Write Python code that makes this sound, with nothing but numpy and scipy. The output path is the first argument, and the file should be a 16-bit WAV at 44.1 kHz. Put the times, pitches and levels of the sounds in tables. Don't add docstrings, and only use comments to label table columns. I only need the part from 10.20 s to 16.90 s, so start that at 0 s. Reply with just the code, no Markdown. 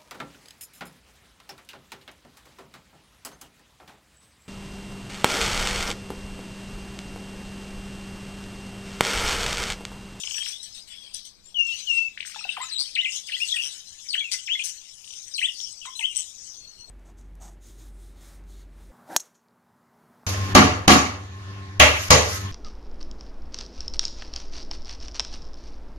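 import sys
import numpy as np
from scipy import signal
from scipy.fft import rfft, irfft, next_fast_len
from scipy.io import wavfile
from scipy.ndimage import uniform_filter1d, map_coordinates

SR = 44100
rng = np.random.default_rng(int(sys.argv[2]) if len(sys.argv) > 2 else 0)


def convert_level_to_amplitude(level_db):
    exponent = np.asarray(level_db, float) / 20
    return 10 ** exponent


def inscribe(sig):
    pcm = np.round(np.clip(np.atleast_2d(sig).T, -1, 1) * 32767)
    wavfile.write(sys.argv[1], SR, pcm.astype(np.int16))


N = 295459


def unit(x):
    return x / np.sqrt(np.mean(x ** 2, axis=-1, keepdims=True) + 1e-20)


def along(points, hz):
    f, v = np.transpose(points)
    return np.interp(np.log(hz + 1), np.log(f + 1), v)


def curves(rows):
    s, *columns = np.transpose(rows)
    t = np.arange(N) / SR
    return [np.interp(t, s, column) for column in columns]


def wobble(rate):
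    return map_coordinates(rng.standard_normal(N // 20), [np.arange(N) * rate / SR])


def filtered(x, response):
    m = next_fast_len(N + SR // 2)
    spectrum = rfft(x, m) * response(np.fft.rfftfreq(m, 1 / SR))
    return irfft(spectrum, m)[..., :N]


def resonant(x, modes):
    def response(f):
        total = 0
        for k, (centre, width, db) in enumerate(modes):
            damping = 1j * f * width
            total = total + (-1) ** k * convert_level_to_amplitude(db / 2) * damping / (centre ** 2 - f ** 2 + damping)
        return total ** 2
    return filtered(x, response)


def patchy(depth_db):
    z = signal.stft(rng.standard_normal(N + 512), nperseg=256)[2]
    field = uniform_filter1d(rng.standard_normal(z.shape), 2, 0)
    field = uniform_filter1d(field, 14, 1)
    return signal.istft(z * convert_level_to_amplitude(depth_db * field / field.std()), nperseg=256)[1][:N]


def song():
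    out = np.zeros(N)
    rough = np.where(np.arange(N) < 2 * SR, .35, 1)
    waver = 1 + .009 * rough * wobble(150)
    flutter = np.clip(1 + .15 * wobble(35) + .4 * rough * wobble(170), .25, 1.4)
    for note in whistles() + strokes() + pips():
        brief = note[-1][0] - note[0][0] < .024
        add(out, note, .0012, waver, convert_level_to_amplitude(6.5) * (np.ones(N) if brief else flutter), 0)
    knocks = chirps(out, waver)
    hoarse(out, waver)
    return out + knocks


# f/Hz, level/dB
OVERTONE_LEVELS = [(1500, -16), (3000, 9.5), (5600, -39), (8300, -7.5), (10500, -29), (14000, -68)]


def add(out, rows, edge, waver, flutter, rich_db):
    s, hz, db = np.transpose(rows)
    at = np.arange(round((s[0] - edge) * SR), min(round((s[-1] + edge) * SR), N))
    t = at / SR
    pitch = uniform_filter1d(np.interp(t, s, hz), size=70) * waver[at]
    phase = 2 * np.pi * np.cumsum(pitch) / SR
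    second = convert_level_to_amplitude(along(OVERTONE_LEVELS, 2 * pitch) + rich_db) * np.sin(2 * phase)
    third = convert_level_to_amplitude(along(OVERTONE_LEVELS, 3 * pitch) + rich_db - 35) * np.sin(3 * phase)
    ramp = np.clip(np.minimum(t - t[0], t[-1] - t) / (2 * edge), 0, 1)
    gain = convert_level_to_amplitude(np.interp(t, s, db)) * flutter[at] * np.sin(np.pi / 2 * ramp) ** 2
    out[at] += gain * (np.sin(phase) + second + third)


# t/s, length/s, f/Hz, level/dB
WHISTLES = [
    (1.344, .176, 2793, -21),
    (1.665, 0.22, 2739, -19.5),
]


def whistles():
    from_hz, slide_s, slide_db = 3340, 0.051, -17
    sag_hz_per_s, wane_db_per_s = 459, 48.5
    notes = []
    for s, length, hz, db in WHISTLES:
        notes.append([
            (s, from_hz, db + slide_db),
            (s + 0.28 * slide_s, 0.39 * from_hz + .6 * hz, db - 8.5),
            (s + slide_s, hz, db),
            (s + length, hz - sag_hz_per_s * length, db - wane_db_per_s * length)])
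    return notes


# t/s, length/s, start f/Hz, end f/Hz, level/dB
DROPS = [(2.367, .018, 1345, 646, -35.5), (2.488, 0.028, 6460, 3840, -39), (2.752, 0.017, 4500, 1984, -24),
         (2.846, 0.019, 3490, 2257, -23), (3.086, .014, 3030, 1765, -36), (3.119, 0.0088, 3620, 2460, -28),
         (3.284, 0.021, 4510, 3090, -30), (3.318, 0.0084, 3870, 3380, -22), (3.36, .015, 3304, 2365, -25),
         (3.886, 0.015, 5760, 4600, -30), (3.903, 0.0081, 5060, 4170, -25.5),
         (3.929, 0.014, 4570, 2350, -28), (3.946, 0.0094, 3140, 1675, -30), (4.272, .016, 3640, 1867, -31),
         (4.392, .006, 3100, 2450, -26), (5.138, 0.02, 6140, 4090, -28.5), (5.18, 0.0086, 3440, 2360, -27),
         (5.2, .016, 3068, 1715, -42.5), (5.284, .016, 3370, 2780, -25.5),
         (5.654, 0.0064, 1525, 870, -44.5), (5.792, 0.0052, 3550, 2510, -24.5),
         (5.808, 0.0046, 3120, 2200, -27.5)]
CLIMBS = [(2.385, .033, 648, 1100, -37), (2.415, 0.016, 7170, 7900, -33), (2.513, 0.017, 3820, 4230, -30),
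          (2.551, 0.032, 3710, 3870, -23), (2.736, 0.023, 3900, 4660, -45),
          (2.772, 0.017, 1960, 2874, -23.5), (2.805, 0.013, 3010, 3860, -27.5),
          (2.862, 0.033, 2270, 2884, -27), (3.127, 0.035, 2400, 3500, -26.5),
          (3.176, 0.024, 3980, 4300, -41), (3.201, 0.036, 2420, 2893, -24.5),
          (3.303, 0.012, 3160, 3900, -28), (3.375, .02, 2412, 2880, -26.5), (3.912, 0.021, 4140, 4560, -31),
          (3.941, 0.0063, 2410, 3140, -17), (3.962, 0.036, 2804, 3400, -24.5),
          (4.29, .047, 2450, 3440, -23.5), (4.411, 0.016, 2514, 3440, -29.5),
          (5.19, .006, 2350, 3330, -20.5), (5.216, 0.045, 1920, 3580, -20), (5.827, .033, 2490, 3334, -23),
          (5.66, 0.033, 872, 1100, -45)]
HOLDS = [(1.523, 0.04, 2957, 2880, -31.5), (2.429, 0.056, 7830, 6350, -36.5),
         (2.43, 0.027, 1223, 1350, -43), (2.533, 0.022, 4200, 3750, -29), (2.788, 0.017, 2873, 3040, -16),
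         (2.821, .078, 2066, 2093, -35.5), (3.166, 0.025, 2020, 1930, -40.5),
         (3.324, 0.024, 3340, 3377, -22.5), (3.338, .033, 1975, 1834, -39.5),
         (3.395, 0.026, 2906, 2580, -27.5), (4.001, 0.022, 3400, 3274, -24),
         (4.009, 0.029, 2350, 2200, -33.5), (4.041, .064, 2793, 2430, -34), (4.337, .027, 3435, 3364, -25),
         (4.354, 0.018, 2097, 2123, -30.5), (4.398, 0.015, 2430, 2530, -25.5),
         (5.157, 0.034, 4020, 4240, -28), (5.273, 0.029, 1965, 2030, -44.5), (5.615, .036, 3030, 2500, -41),
         (5.754, 0.037, 3920, 4220, -39), (5.812, 0.02, 2200, 2020, -32.5),
         (5.866, 0.063, 3230, 2736, -34.5)]
# share of the glide done at half time, level/dB at start, middle, end
DROP, CLIMB, HOLD = (.65, -3, 0, -4.5), (0.61, -8.5, -2, 0.5), (0.64, 0.5, -4, -8.5)


def strokes():
    notes = []
    for rows, (done, start_db, mid_db, end_db) in [(DROPS, DROP), (CLIMBS, CLIMB), (HOLDS, HOLD)]:
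        for s, length, from_hz, to_hz, db in rows:
            mid_hz = from_hz + done * (to_hz - from_hz)
            notes.append([(s, from_hz, db + start_db), (s + length / 2, mid_hz, db + mid_db),
                          (s + length, to_hz, db + end_db)])
    return notes


# t/s, length/s, f/Hz, level/dB
PIPS = [(2.146, 0.0071, 1360, -42.5), (2.161, 0.012, 880, -34.5), (2.192, .012, 2640, -30),
        (2.21, .011, 1293, -45), (2.242, 0.012, 2715, -24.5), (2.252, 0.016, 764, -35),
        (2.292, 0.013, 2740, -17.5), (3.995, .005, 4200, -28.5), (4.143, 0.016, 2115, -32),
        (4.263, .011, 5400, -32.5), (5.794, 0.037, 940, -46.5)]


def pips():
    sag, fade_db = 0.928, -20.5
    return [[(s, hz, db), (s + length, hz * sag, db + fade_db)] for s, length, hz, db in PIPS]


# t/s, peak level/dB, low end f/Hz
FALLING = [(0.035, -22, 2200), (0.072, -22, 2220), (0.109, -23, 2200), (.143, -23, 2200),
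           (0.181, -22, 2280), (0.221, -26.5, 1750), (0.258, -28, 1360), (0.292, -41, 1200)]
RISING = [(1.974, -21.5, 1780), (2.003, -15, 2200), (2.026, -21.5, 2060), (2.049, -29, 1580),
          (2.074, -31, 1710), (2.096, -42, 1350), (2.119, -32.5, 2200), (4.806, -41, 2630),
          (4.842, -30.5, 2680), (4.875, -30, 2700), (4.904, -27, 2820), (4.934, -26.5, 2740),
          (4.969, -34, 2900), (5.401, -18, 3140)]
# f/Hz, width/Hz, level/dB
CHEST = [(302, 220, 1), (1100, 620, 2)]


def chirps(out, waver):
    blows = np.zeros(N)
    fall_top_hz, fall_hz_per_s = 3300, 194000
    for s, db, low_hz in FALLING:
        end = s + (fall_top_hz - low_hz) / fall_hz_per_s
        sweep = [(s + 0.001034, fall_top_hz, db), (end, low_hz, db - 21)]
        add(out, sweep, .002, waver, convert_level_to_amplitude(8.5) * np.ones(N), -12)
        blows[round((s + .008) * SR)] = convert_level_to_amplitude(db + 7.0)
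    rise_top_hz, rise_hz_per_s = 4850, 323000
    for s, db, low_hz in RISING:
        end = s + (rise_top_hz - low_hz) / rise_hz_per_s
        sweep = [(s + 0.00194, low_hz, db), (end, rise_top_hz, db - 21.5)]
        add(out, sweep, .002, waver, convert_level_to_amplitude(1.5) * np.ones(N), -12)
        blows[round(s * SR)] = convert_level_to_amplitude(db - 6.0)
    return resonant(blows, CHEST)


# start t/s, end t/s, start f/Hz, end f/Hz, level/dB
HOARSE = [(0.204, 0.241, 3200, 3250, -23), (0.314, 0.415, 3280, 3930, -36), (.69, 0.884, 3484, 3200, -37),
          (1.245, 1.297, 7030, 7600, -43.5), (1.362, 1.483, 6030, 6310, -42),
          (6.34, 6.704, 4420, 4220, -44)]


def hoarse(out, waver):
    rasp = wobble(140)
    for start, end, from_hz, to_hz, db in HOARSE:
        add(out, [(start, from_hz, db), (end, to_hz, db + 0.5)], .008, waver, rasp, -30)


# start t/s, end t/s, start f/Hz, end f/Hz, beat f/Hz, level/dB
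BUZZES = [(2.582, 2.64, 4350, 4720, 140, -31.5), (2.92, 3, 2617, 3630, 206, -35.5),
          (3.42, 3.5, 2902, 2893, 142, -35), (4.115, 4.164, 2392, 2565, 200, -34.5),
          (4.437, 4.521, 2754, 3040, 190, -42), (5.948, 6.038, 2995, 3096, 153, -38)]
# f/Hz, level/dB
RATTLE = [(2500, 0), (4500, 13), (6300, 6), (8500, -1.5), (10500, -5), (14000, -39)]


def buzzes():
    out, chop = np.zeros(N), np.ones(N)
    drift, tremor = wobble(40), wobble(500)
    size = convert_level_to_amplitude(1.3 * wobble(190))
    for start, end, from_hz, to_hz, rate, db in BUZZES:
        at = np.arange(round(start * SR), round(end * SR))
        t = at / SR
        on = np.clip(np.minimum((t - start) / .002, (end - t) / 0.023), 0, 1)
        turns = np.pi * np.cumsum(rate * (1 + 0.077 * drift[at])) / SR
        beat = np.sin(turns) ** 2 * size[at]
        zigzag = 1 - 0.07 * np.sin(2 * turns) + 0.0397 * tremor[at]
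        pitch = np.interp(t, [start, end], [from_hz, to_hz]) * zigzag
        phase = 2 * np.pi * np.cumsum(pitch) / SR
        tone = sum(convert_level_to_amplitude(along(RATTLE, k * pitch)) * np.sin(k * phase) for k in range(1, 5))
        out[at] += on * convert_level_to_amplitude(db + 3) * beat * tone
        chop[at] *= 1 + on * .6 * (2.2 * beat - 1)
    puffs = resonant(np.abs(out) * rng.standard_normal(N), CHEST)
    return out + convert_level_to_amplitude(-24) * puffs, chop


# f/Hz, width/Hz, level/dB
CAVITY = [(8150, 1290, 10.5), (10340, 1130, 3.5), (11910, 2720, -6)]
PIPE = [(2200, 1087, -8), (3200, 880, 7.5), (4130, 1490, -1)]


def wheeze():
    (beak_gain, cavity_gain, pipe_gain), beak_hz = airflow()
    beak = beak_gain * unit(gliding(beak_hz, width_hz=232, skirt_db=0.0))
    cavity = cavity_gain * unit(resonant(patchy(6.55), CAVITY))
    pipe = pipe_gain * unit(resonant(patchy(7.1), PIPE))
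    return (beak + cavity + pipe) * convert_level_to_amplitude(0.96 * wobble(60))


def gliding(centre_hz, width_hz, skirt_db):
    hz, t, z = signal.stft(patchy(5.4), SR, nperseg=256)
    off = (hz[:, None] - np.interp(t, np.arange(N) / SR, centre_hz)) / width_hz
    peak = 1 / (1 + off ** 2)
    skirt = convert_level_to_amplitude(skirt_db) / (1 + (off / 5.87) ** 6)
    return signal.istft(z * (peak + skirt), SR, nperseg=256)[1][:N]


# t/s, beak level/dB, beak resonance f/Hz
LEAK = [(0, -33.5, 6060), (.3, -44, 5350), (1.1, -61, 4880), (1.75, -53, 6130), (2.0, -76, 5730),
        (2.6, -46, 4710), (2.92, -49, 6620), (3.1, -47, 5070), (3.55, -41.5, 6150), (4.1, -44, 6180),
        (5.15, -45.5, 5910), (5.45, -47, 5480), (5.8, -43.5, 6200), (6.7, -52.5, 5940)]
# t/s, stretch of the decay, beak level/dB, cavity level/dB, pipe level/dB
PUFFS = [(0.434, 0.92, -35.5, -38.5, -46), (.55, 0.79, -38, -41, -41), (.68, 3.05, -45.5, -45, -41),
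         (0.944, 0.64, -30, -33, -40.5), (1.055, 0.47, -36, -40.5, -48), (1.26, 1.1, -60.5, -53.5, -52),
         (1.47, 1.9, -38.5, -43, -37.5), (2.059, 1.7, -38, -39.5, -38), (2.419, 1.4, -45, -42.5, -35.5),
         (2.6, 1.02, -31, -33, -70), (3.072, 1.3, -34, -40, -40.5), (4.122, 0.73, -26, -29, -30.5),
         (4.445, 0.82, -27, -26.5, -35.5), (5.171, 1.1, -54, -32, -65), (5.768, 1.6, -48, -36, -57),
         (5.961, 1.5, -33, -32.5, -37.5)]
# peak t/s, time to lose 10 dB t/s, beak level/dB, cavity level/dB, pipe level/dB
SWELLS = [(.19, .1, -35, -36, -37), (0.288, 0.0768, -31.5, -37, -34), (1.602, 0.11, -35, -44, -38.5),
          (1.749, 0.11, -39, -45, -39), (2.19, .1, -40.5, -53, -43), (2.341, 0.28, -48, -47, -36),
          (2.95, 0.06, -30.5, -41, -41), (3.21, 0.12, -63, -39, -39), (3.28, 0.1457, -32.5, -38, -41.5),
          (3.45, 0.12, -48, -40, -36), (4.42, 0.04, -44, -42.5, -34.5), (4.941, 0.17, -39.5, -44, -49.5),
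          (5.249, 0.0357, -42, -36, -61), (5.409, 0.1647, -33.5, -45, -50), (5.66, 0.01, -38.5, -41, -37),
          (5.93, 0, -49, -58, -30.5), (6.028, 0.01, -30.5, -35, -38), (6.269, 0.09, -35, -49.5, -49)]


def airflow():
    t = np.arange(0, N + 100, 50) / SR
    rise_s, fade_db_per_s = 0.016, (111, 172, 139.5)
    leak_db, beak_hz = curves(LEAK)
    power = np.zeros((3, len(t)))
    for s, stretch, *db in PUFFS:
        fade_db = np.outer(fade_db_per_s, np.clip(t - s, 0, None)) / stretch
        rise = np.clip(1 + (t - s) / rise_s, 0, 1) ** 2
        power += (convert_level_to_amplitude(np.c_[db] - fade_db) * rise) ** 2
    for s, width, *db in SWELLS:
        power += convert_level_to_amplitude(np.c_[db] - 10 * np.abs(t - s) / width) ** 2
    bursts = np.array([np.interp(np.arange(N) / SR, t, p) for p in power])
    leak = convert_level_to_amplitude(leak_db + np.c_[[0, -6.5, -6]])
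    return np.sqrt(bursts + leak ** 2), beak_hz


# t/s, level/dB
FACING = [(0, -5.5), (2, -6), (3.3, 0), (5.7, -2.5), (6.7, -1)]
# f/Hz, level/dB
SHADOW = [(100, 1), (700, -9), (1500, 10), (2500, -10), (4500, -10), (6500, -17.5), (8200, -41),
          (14000, -13.5)]


def shadowed(notes, air, reverberation):
    facing = convert_level_to_amplitude(curves(FACING)[0])
    behind = facing * (notes + convert_level_to_amplitude(-7.5) * air + convert_level_to_amplitude(-3.5) * reverberation)
    delay_s = 0.00011
    return filtered(behind, lambda hz: convert_level_to_amplitude(along(SHADOW, hz)) * np.exp(-2j * np.pi * hz * delay_s))


# f/Hz, t60 t/s
DECAY_TIMES = [(500, 0.24), (3000, 0.19), (10000, 0.18)]


def walls(x):
    hz, t, z = signal.stft(rng.standard_normal((2, SR // 3)), SR, nperseg=128)
    decay = convert_level_to_amplitude(-60 * t / along(DECAY_TIMES, hz)[:, None])
    tail = unit(signal.istft(z * decay, SR, nperseg=128)[1])
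    late = np.pad(x, (200, 0))[None]
    return signal.fftconvolve(late, tail / np.sqrt(tail.shape[1]), axes=1)[:, :N]


# f/Hz, level/dB per Hz
RUSH_SPECTRUM = [(20, 1.5), (90, -5.5), (160, -10.5), (400, -15.5), (1200, -18.5), (3000, -29), (7000, -39),
                 (15000, -32.5), (15800, -48)]
# t/s, level/dB
STIR = [(0, -62), (4.5, -67), (4.9, -65.5), (6.1, -64), (6.7, -58)]
# t/s, level/dB
MOTOR = [(0, -82), (.7, -73), (2.4, -70), (2.55, -79)]


def room_tone():
    noise = np.array([patchy(3.96) for _ in range(3)])
    shared, left, right = filtered(noise, lambda hz: convert_level_to_amplitude(along(RUSH_SPECTRUM, hz)))
    ports = np.array([shared + 2.4 * left, shared + 1.06 * right])
    rush = convert_level_to_amplitude(curves(STIR)[0] + 2.0) * unit(ports)
    motor = np.sin(2 * np.pi * np.cumsum(198 + 0.86 * wobble(8)) / SR)
    return rush + convert_level_to_amplitude(curves(MOTOR)[0]) * motor


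def scene():
    buzz, chop = buzzes()
    notes = song() + buzz
    air = wheeze() * chop
    wet = walls(notes + 0.93 * air)
    left = notes + air + convert_level_to_amplitude(-8.0) * wet[0]
    right = shadowed(notes, air, wet[1])
    return np.array([left, right]) + room_tone()


def roll_off(x):
    return signal.sosfilt(signal.butter(12, 15970, fs=SR, output="sos"), x)


def record(dry):
    held = dry / (1 + np.abs(dry / .62) ** 4) ** (1 / 4)
    mix = filtered(held, lambda hz: 1 / (1 + (hz / 15300) ** 40))
    return roll_off(mix)


dry = scene()
out = record(dry)
inscribe(out)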